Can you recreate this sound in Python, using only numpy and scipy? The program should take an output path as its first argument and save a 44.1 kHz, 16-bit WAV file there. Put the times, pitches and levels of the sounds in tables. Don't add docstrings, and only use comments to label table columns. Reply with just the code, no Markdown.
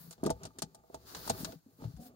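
import sys
import numpy as np
from scipy import signal
from scipy.fft import rfft, irfft
from scipy.io import wavfile
from scipy.ndimage import uniform_filter1d

SR = 44100
rng = np.random.default_rng(int(sys.argv[2]) if len(sys.argv) > 2 else 0)


def field_ratio(decibels):
    return 10 ** (np.asarray(decibels, dtype=float) / 20)


def bounce(signal):
    frames = np.transpose(np.atleast_2d(signal))
    limited = np.clip(frames, -1, 1)
    pcm = np.round(limited * 32767).astype(np.int16)
    wavfile.write(sys.argv[1], SR, pcm)


N = 94815
LEAD_S = 0.000283

# frequency in Hz, level in dB, t60 in seconds.
BOARD_MODES = [(63, -7, 0.23), (110.2, -2.5, 0.22), (162.7, 0, 0.15), (237.2, -5, 0.087), (270, -4.5, 0.16),
               (344, -7.5, 0.038), (390.3, 3.5, 0.042), (487, -2.5, 0.12), (654.6, 3, 0.086),
               (700, -12.5, 0.079), (800.5, -3, 0.11), (873.5, -4, 0.14), (1203, 1, 0.04),
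               (1517, -10, 0.049)]
# frequency in Hz, left minus right in dB.
BOARD_SIDE = [(60, 4.5), (200, 6), (400, -3), (1500, 0)]
# frequency in Hz, lead of the left port in radians.
BOARD_PHASE = [(150, 0.19), (300, 0.57), (640, 1.82), (1300, 1.3)]


def curve(table, hz):
    table = np.array(table, float)
    return np.interp(np.log(np.maximum(hz, 1)), np.log(table[:, 0]), table[:, 1])


def unit(x):
    return x / np.sqrt(np.mean(x ** 2))


def colour(x, table):
    n = x.shape[-1]
    hz = np.arange(n // 2 + 1) * SR / n
    return irfft(rfft(x) * field_ratio(curve(table, hz)), n)


def ring(x, hz, width_hz):
    return signal.lfilter(*signal.iirpeak(hz, hz / width_hz, fs=SR), x)


def highpass(x, hz):
    return signal.lfilter(*signal.butter(2, hz, "high", fs=SR), x)


def walk(rate_hz):
    k = int(SR / rate_hz)
    held = np.repeat(rng.standard_normal(N // k + 1), k)
    return 1.17 * uniform_filter1d(uniform_filter1d(held, k), k)[:N]


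def add(out, sound, start_s):
    i = int(start_s * SR)
    out[:, i:i + sound.shape[1]] += sound[:, :N - i]


def pan(lr_db):
    return field_ratio(np.array([lr_db, -lr_db]) / 2)


def both_ports(x):
    return np.array([x, np.roll(x, int(LEAD_S * SR))])


def room_floor():
    # frequency in Hz, density in dB per Hz.
    room = [(18, -32), (30, 3), (192, 7), (2020, -17), (2550, -14), (2760, -17), (4780, -30), (6540, -12),
            (15500, -30)]
    return field_ratio(-76.5) * unit(colour(rng.standard_normal((2, N)), room))


def grit():
    return np.exp(0.18 * unit(uniform_filter1d(rng.standard_normal(N), size=30)))


def cloth_hiss(speed_db, skin):
    # frequency in Hz, density in dB per Hz.
    hiss_spectrum = [(880, 2.5), (1500, 3), (2180, -6.5), (3100, -5.5), (4410, 5), (5740, -1),
                     (8410, -10.5), (15600, -1.5)]
    alike, flicker_db = 0.14, 1.5
    mid, side = rng.standard_normal((2, N))
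    left, delayed = both_ports(mid)
    air = np.array([left, alike * delayed + np.sqrt(1 - alike ** 2) * side])
    air = unit(colour(air, hiss_spectrum)) * pan(2.5)[:, None]
    rubbed = air + highpass(air, 9500) * skin
    return grit() * rubbed * field_ratio(speed_db + flicker_db * walk(31.04))


def board_rumble(weight_db):
    tilt_db_oct, rough_db, patchy_db = -3, 6.5, 2.4
    rub = 0
    rough = field_ratio(rough_db * walk(39.1))
    for hz, db, t60_s in BOARD_MODES:
        force = rng.standard_normal(N) * rough * field_ratio(patchy_db * walk(14.9))
        push = unit(ring(force, hz, 2.4 / t60_s))
        gains = field_ratio(db + tilt_db_oct * np.log2(hz / 200)) * pan(curve(BOARD_SIDE, hz))
        rub = rub + gains[:, None] * both_ports(push)
    return unit(rub) * field_ratio(weight_db)


def slide():
    # time in seconds, speed as hiss in dB, weight in dB, share of bright skin rub.
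    strokes = [(0, -58.5, -66.5, 2.5), (.13, -67, -61.5, 1.4), (.17, -73.5, -68.5, 0.15),
               (.35, -70.5, -55, 0.48), (0.719, -74, -62.5, 0.31), (.82, -81, -70.5, 0.9),
               (1.047, -62.5, -55, 0.21), (1.087, -54.5, -60.5, 0.33), (1.3, -46.5, -44.5, 0.81),
               (1.36, -53.5, -45, 0.84), (1.419, -48.5, -48.5, 1.45), (1.492, -57, -53, 0.5),
               (1.624, -77, -75, 0.62), (1.774, -75, -65.5, 1.6), (1.831, -60, -50.5, 0.13),
               (1.98, -72, -68.5, 0.39), (2.071, -61, -64, 1.6), (2.113, -79, -68, 1.1)]
    s, speed_db, weight_db, skin = np.array(strokes).T
    t = np.arange(N) / SR
    hiss = cloth_hiss(np.interp(t, s, speed_db), np.interp(t, s, skin))
    return hiss + board_rumble(np.interp(t, s, weight_db))


def drag():
    # start, rise, hold and fall in seconds, level in dB.
    final_drag = (1.97, .03, .085, .06, -57)
    # frequency in Hz, width in Hz, level in dB.
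    sung_modes = [(238.4, 41, 1), (494, 104, -11), (726, 53, -10), (1740, 28, -35)]
    *stages_s, level_db = final_drag
    env_db = np.interp(np.arange(N) / SR, np.cumsum(stages_s), [-5, 5.5, -1.0, -9.0], left=-90)
    x = 0
    for hz, width_hz, db in sung_modes:
        narrow = ring(rng.standard_normal(N), hz, width_hz)
        x = x + field_ratio(db) * unit(ring(narrow, hz, 2 * width_hz))
    return both_ports(x * field_ratio(level_db + env_db))


def scuffs():
    # start in seconds, length in seconds, level in dB.
    brushes = [
        (0.103, 0.04, -59),
        (1.064, 0.055, -65),
        (1.385, 0.078, -54),
        (1.822, 0.029, -78),
        (1.962, 0.026, -65),
        (2.001, 0.089, -64),
    ]
    edge_s = 0.0081
    t = np.arange(N) / SR
    env = 0
    for s, length_s, db in brushes:
        inside_s = np.minimum(t - s, (s + length_s - t) / 3)
        env = env + field_ratio(db) * np.clip(inside_s / edge_s, 0, 1)
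    skin = unit(highpass(rng.standard_normal((2, N)), 3640))
    return skin * env * grit() * pan(4.3)[:, None]


def bumps(table, way):
    out, t = np.zeros((2, N)), np.arange(-512, 512) / SR
    for middle_s, db, hz, cycles in table:
        swell = np.cos(np.pi * np.clip(t * hz / cycles, -.5, .5)) ** 2
        lead = curve(BOARD_PHASE, hz) * np.array([[.5], [-.5]])
        gains = field_ratio(db) * pan(curve(BOARD_SIDE, hz))[:, None]
        add(out, way * gains * swell * np.cos(2 * np.pi * hz * t + lead), middle_s - 512 / SR)
    return out


def lifts():
    # middle in seconds, peak in dB, pitch in Hz, length in cycles.
    releases = [
        (.2654, -30.5, 263, 1.1),
        (1.3012, -23.5, 736, 5.7),
        (1.3093, -29, 170, 1.6),
        (.2362, -30.5, 228, 1.6),
        (.2768, -31.5, 330, 1.4),
        (1.8575, -28, 130, 3.35),
        (1.9415, -44, 110, 2.5),
    ]
    return bumps(releases, -0.85)


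def soft_landings():
    # middle in seconds, peak in dB, pitch in Hz, length in cycles.
    landings = [(0.2347, -24.5, 249, 1.8), (0.2452, -27, 328, 1.7), (0.2584, -24.5, 226, 2.2),
                (0.2641, -17.5, 315, 1.55), (.2758, -22.5, 377, 3.7), (0.3033, -20.5, 337, 2.7),
                (0.6272, -39.5, 309, 4.3), (.635, -37.5, 174, 1.7), (0.641, -36, 176, 1.9),
                (1.3035, -27.5, 276, 2.1), (1.408, -35.5, 203, 2.4), (1.4352, -30.5, 224, 2.4),
                (1.8795, -31.5, 125, 2.9), (1.897, -40.5, 127, 3), (1.911, -45, 143, 3)]
    return bumps(landings, 0.88)


def blows(table, rise_s, spread_oct, gain_db):
    out, t = np.zeros((2, N)), np.arange(SR // 4) / SR
    hz, db, t60_s = (c[:, None] for c in np.array(BOARD_MODES).T)
    early = 1 + 2.5 * np.exp(-t * hz / 4.5)
    attack = early * (1 - np.exp(-t / rise_s))
    port_phase = np.array([1 + 0 * hz, np.exp(-1j * curve(BOARD_PHASE, hz))])
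    for s, level_db, centre_oct, damp in table:
        z = rng.standard_normal((3, len(BOARD_MODES), 1))
        scatter_db = np.clip(2.2 * z[0], -4, 3)
        off_centre = (np.log2(hz / 300) - centre_oct) / spread_oct
        g = field_ratio(db + scatter_db - 8.1 * off_centre ** 2)
        decay = field_ratio(-60 * 1.063 * damp * t / t60_s)
        detuned_hz = hz * (1 + 0.01 * z[1])
        wave = g * attack * decay * np.exp(2j * np.pi * detuned_hz * t)
        sides = pan(curve(BOARD_SIDE, hz) + np.clip(z[2], -2, 2)) * port_phase
        sound = -(sides[..., 0] @ wave).imag / np.sqrt((g ** 2).sum())
        add(out, sound * field_ratio(level_db + gain_db), s)
    return out


def thuds():
    # start in seconds, level in dB, centre in octaves above 300 Hz, damping by the hand.
    presses = [(.005, -50, -1.0, 1.1), (.04, -49, -0.7, 0.75), (.076, -46.5, -0.65, 0.73),
               (.24, -32, 2.16, 1.5), (.262, -32.5, -0.5, 0.45), (.3, -35, -.8, 1.33),
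               (.31, -41.5, -2, 0.91), (.36, -47, 0.8, 1.3), (.44, -54, -1.6, 1.1), (.505, -47, 1.8, 1.2),
               (.622, -40, 4.5, 6.3), (1.168, -50.5, -0.8, 0.86), (1.306, -29.5, 0.1, 2.1),
               (1.31, -40, -1, 1.1), (1.33, -40, -1.2, 1.7), (1.412, -42.5, -0.5, 0.61),
               (1.5, -42, -0.4, 1.2), (1.535, -39.5, 0.06, 1.26), (1.555, -44.5, -0.93, 1.27),
               (1.662, -46.5, -0.27, 1.2), (1.685, -53, 0.03, 1.2), (1.789, -45, 0.1, 1.3),
               (1.822, -37, -0.5, 1.35), (1.853, -42.5, -0.57, 0.82), (1.885, -45, 0.05, 1.13),
               (1.935, -45.5, -1.0, 1.2), (1.95, -46.5, -2, 1.04), (1.99, -44.5, -0.86, 1.2),
               (.335, -44, -2, 0.85), (.65, -49.5, -0.63, 0.72), (.47, -48.5, -0.4, 0.89),
               (1.385, -45, -0.5, 1.3)]
    return blows(presses, rise_s=0.006, spread_oct=0.33, gain_db=-4.5)


def knocks():
    # start in seconds, level in dB, centre in octaves above 300 Hz, damping by beads lying near.
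    drops = [(.109, -47.5, 1.1, 0.82), (.127, -54, 2, 0.98), (.180, -54, 0.94, 1.1),
             (.2325, -27, 0.88, 0.86), (.240, -31, 1, 1), (.257, -29.5, 0.24, 0.44),
             (.2655, -24.5, 1.6, 1.04), (.275, -27, 1.05, 0.56), (.3025, -20, 0.84, 0.88),
             (.306, -22.5, 1.37, 1.4), (.434, -49, 1.2, 1.4), (.452, -35.5, 1.12, 1.27),
             (.586, -41.5, 0.075, 0.74), (.620, -29, 1.52, 1.08), (.746, -48.5, 1.46, 0.45),
             (.837, -53, 1.2, 0.45), (.900, -42.5, 0.72, 0.93), (.944, -31, 1.35, 1.2),
             (1.148, -48, 1.36, 0.75), (1.166, -41.5, 0.75, 1.3), (1.277, -27.5, 1.65, 2.2),
             (1.297, -29.5, 1.08, 0.53), (1.3005, -21, 1.17, 1.5), (1.447, -37.5, 0.94, 1.3),
             (1.529, -40, 0.6, 1), (1.664, -59.5, 0.56, 1.8), (1.819, -41, 1.5, 1.5),
             (1.840, -35.5, 1.67, 2.8)]
    return blows(drops, rise_s=0.0013, spread_oct=0.74, gain_db=-8)


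def minimum_phase(shape):
    cep = irfft(np.log(shape + 1e-4))
    cep[1:2048] *= 2
    cep[2049:] = 0
    return np.exp(rfft(cep))


def clicks():
    # time in seconds, peak in dB, left minus right in dB, brightness in octaves above 7 kHz.
    contacts = [(0.1087, -35.5, -1, 0.23), (0.1267, -41, 5.5, -0.034), (0.2366, -32.5, 7, 0.71),
                (0.251, -35, -2, -0.88), (0.262, -26, 5.5, 0.3), (0.3026, -26, 7, 0.31),
                (0.313, -51, 4, -0.47), (0.4334, -33, 0.5, -0.078), (0.4525, -33, 4.5, -0.097),
                (0.4667, -43, 2, -0.16), (0.586, -31, 0, 0.15), (0.62, -21.5, 4.5, 0.36),
                (0.747, -40.5, 4, 0.48), (0.9439, -37.5, 2.5, 0.22), (1.1482, -27, 0, -0.63),
                (1.1665, -38, 4, -0.37), (1.276, -31, 9, 0.12), (1.2991, -26, 15.5, 0.14),
                (1.296, -22.5, -2, 0.036), (1.446, -24, 5.5, -0.22), (1.521, -40, 3, -0.8),
                (1.8438, -45, 0, -0.86), (1.965, -52.5, 7, -0.42), (0.18, -58, 9, -0.85),
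                (0.2956, -39, 20, -1.6), (.898, -77, -4, .1), (1.0692, -46.5, 1, -0.44),
                (1.8153, -58, 5, 0.029), (2.001, -56, -5, 0.039)]
    # frequency in Hz, density in dB per Hz.
    tick_spectrum = [(880, -9.5), (1500, -6), (2180, -14.5), (4240, -4), (8500, -7), (9280, -10),
                     (15600, -18)]
    tick_s, tail_db, hold_s, sparkle = 0.0001, -15, 0.0085, 0.39
    bright_t60_s, treble_sag_db_s, sag_db_s = 0.012, 459, 378
    dull_t60_s, dull_db, dull_hz = 0.1, -2, 6500
    out, t = np.zeros((2, N)), np.arange(4096) / SR
    hz = np.arange(2049) * SR / 4096
    late_s = t - np.array([[0], [LEAD_S]])

    def fade(t60_s):
        return field_ratio(-60 * np.maximum(late_s - hold_s, 0) / t60_s - sag_db_s * late_s)

    bright_fade = fade(bright_t60_s) * field_ratio(-treble_sag_db_s * late_s)
    dull_fade = field_ratio(dull_db) * fade(dull_t60_s)
    for s, db, lr_db, bright_oct in contacts:
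        noise = rng.standard_normal((6, 4096))
        grain = np.exp(sparkle * np.clip(uniform_filter1d(noise[4:], size=24) * 5, -2, 1.2))
        dull = signal.lfilter(*signal.butter(2, dull_hz, fs=SR), noise[2:4])
        tail = field_ratio(tail_db) * grain * (noise[:2] * bright_fade + dull * dull_fade)
        tone = np.cos(2 * np.pi * 7000 * 2 ** bright_oct * late_s)
        tick = -np.exp(-np.maximum(late_s, 0) / tick_s) * tone
        tilt_db = 6.7 * bright_oct * np.log2(np.maximum(hz, 2000) / 7000)
        shape = field_ratio(curve(tick_spectrum, hz) + tilt_db)
        x = irfft(rfft((tick + tail) * (late_s >= 0)) * minimum_phase(shape))
        add(out, x / np.abs(x).max() * field_ratio(db) * pan(lr_db)[:, None], s + 0.00054)
    return out


def scene():
    friction = slide() + drag() + scuffs()
    board = lifts() + soft_landings() + thuds() + knocks()
    return room_floor() + friction + board + clicks()


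def band_limit(x):
    return signal.sosfilt(signal.butter(12, 16500, fs=SR, output="sos"), x)


def record(dry):
    # frequency in Hz, width in Hz, boost as a gain.
    ports = [
        (9270, 780, 1.05),
        (6900, 1100, 0.99),
    ]
    mic = np.array([x + boost * ring(x, hz, width_hz) for x, (hz, width_hz, boost) in zip(dry, ports)])
    top_cut = signal.ellip(8, .3, 42, 15750, fs=SR, output="sos")
    mix = signal.sosfilt(top_cut, highpass(mic, 28))
    return band_limit(mix)


dry = scene()
out = record(dry)
bounce(out)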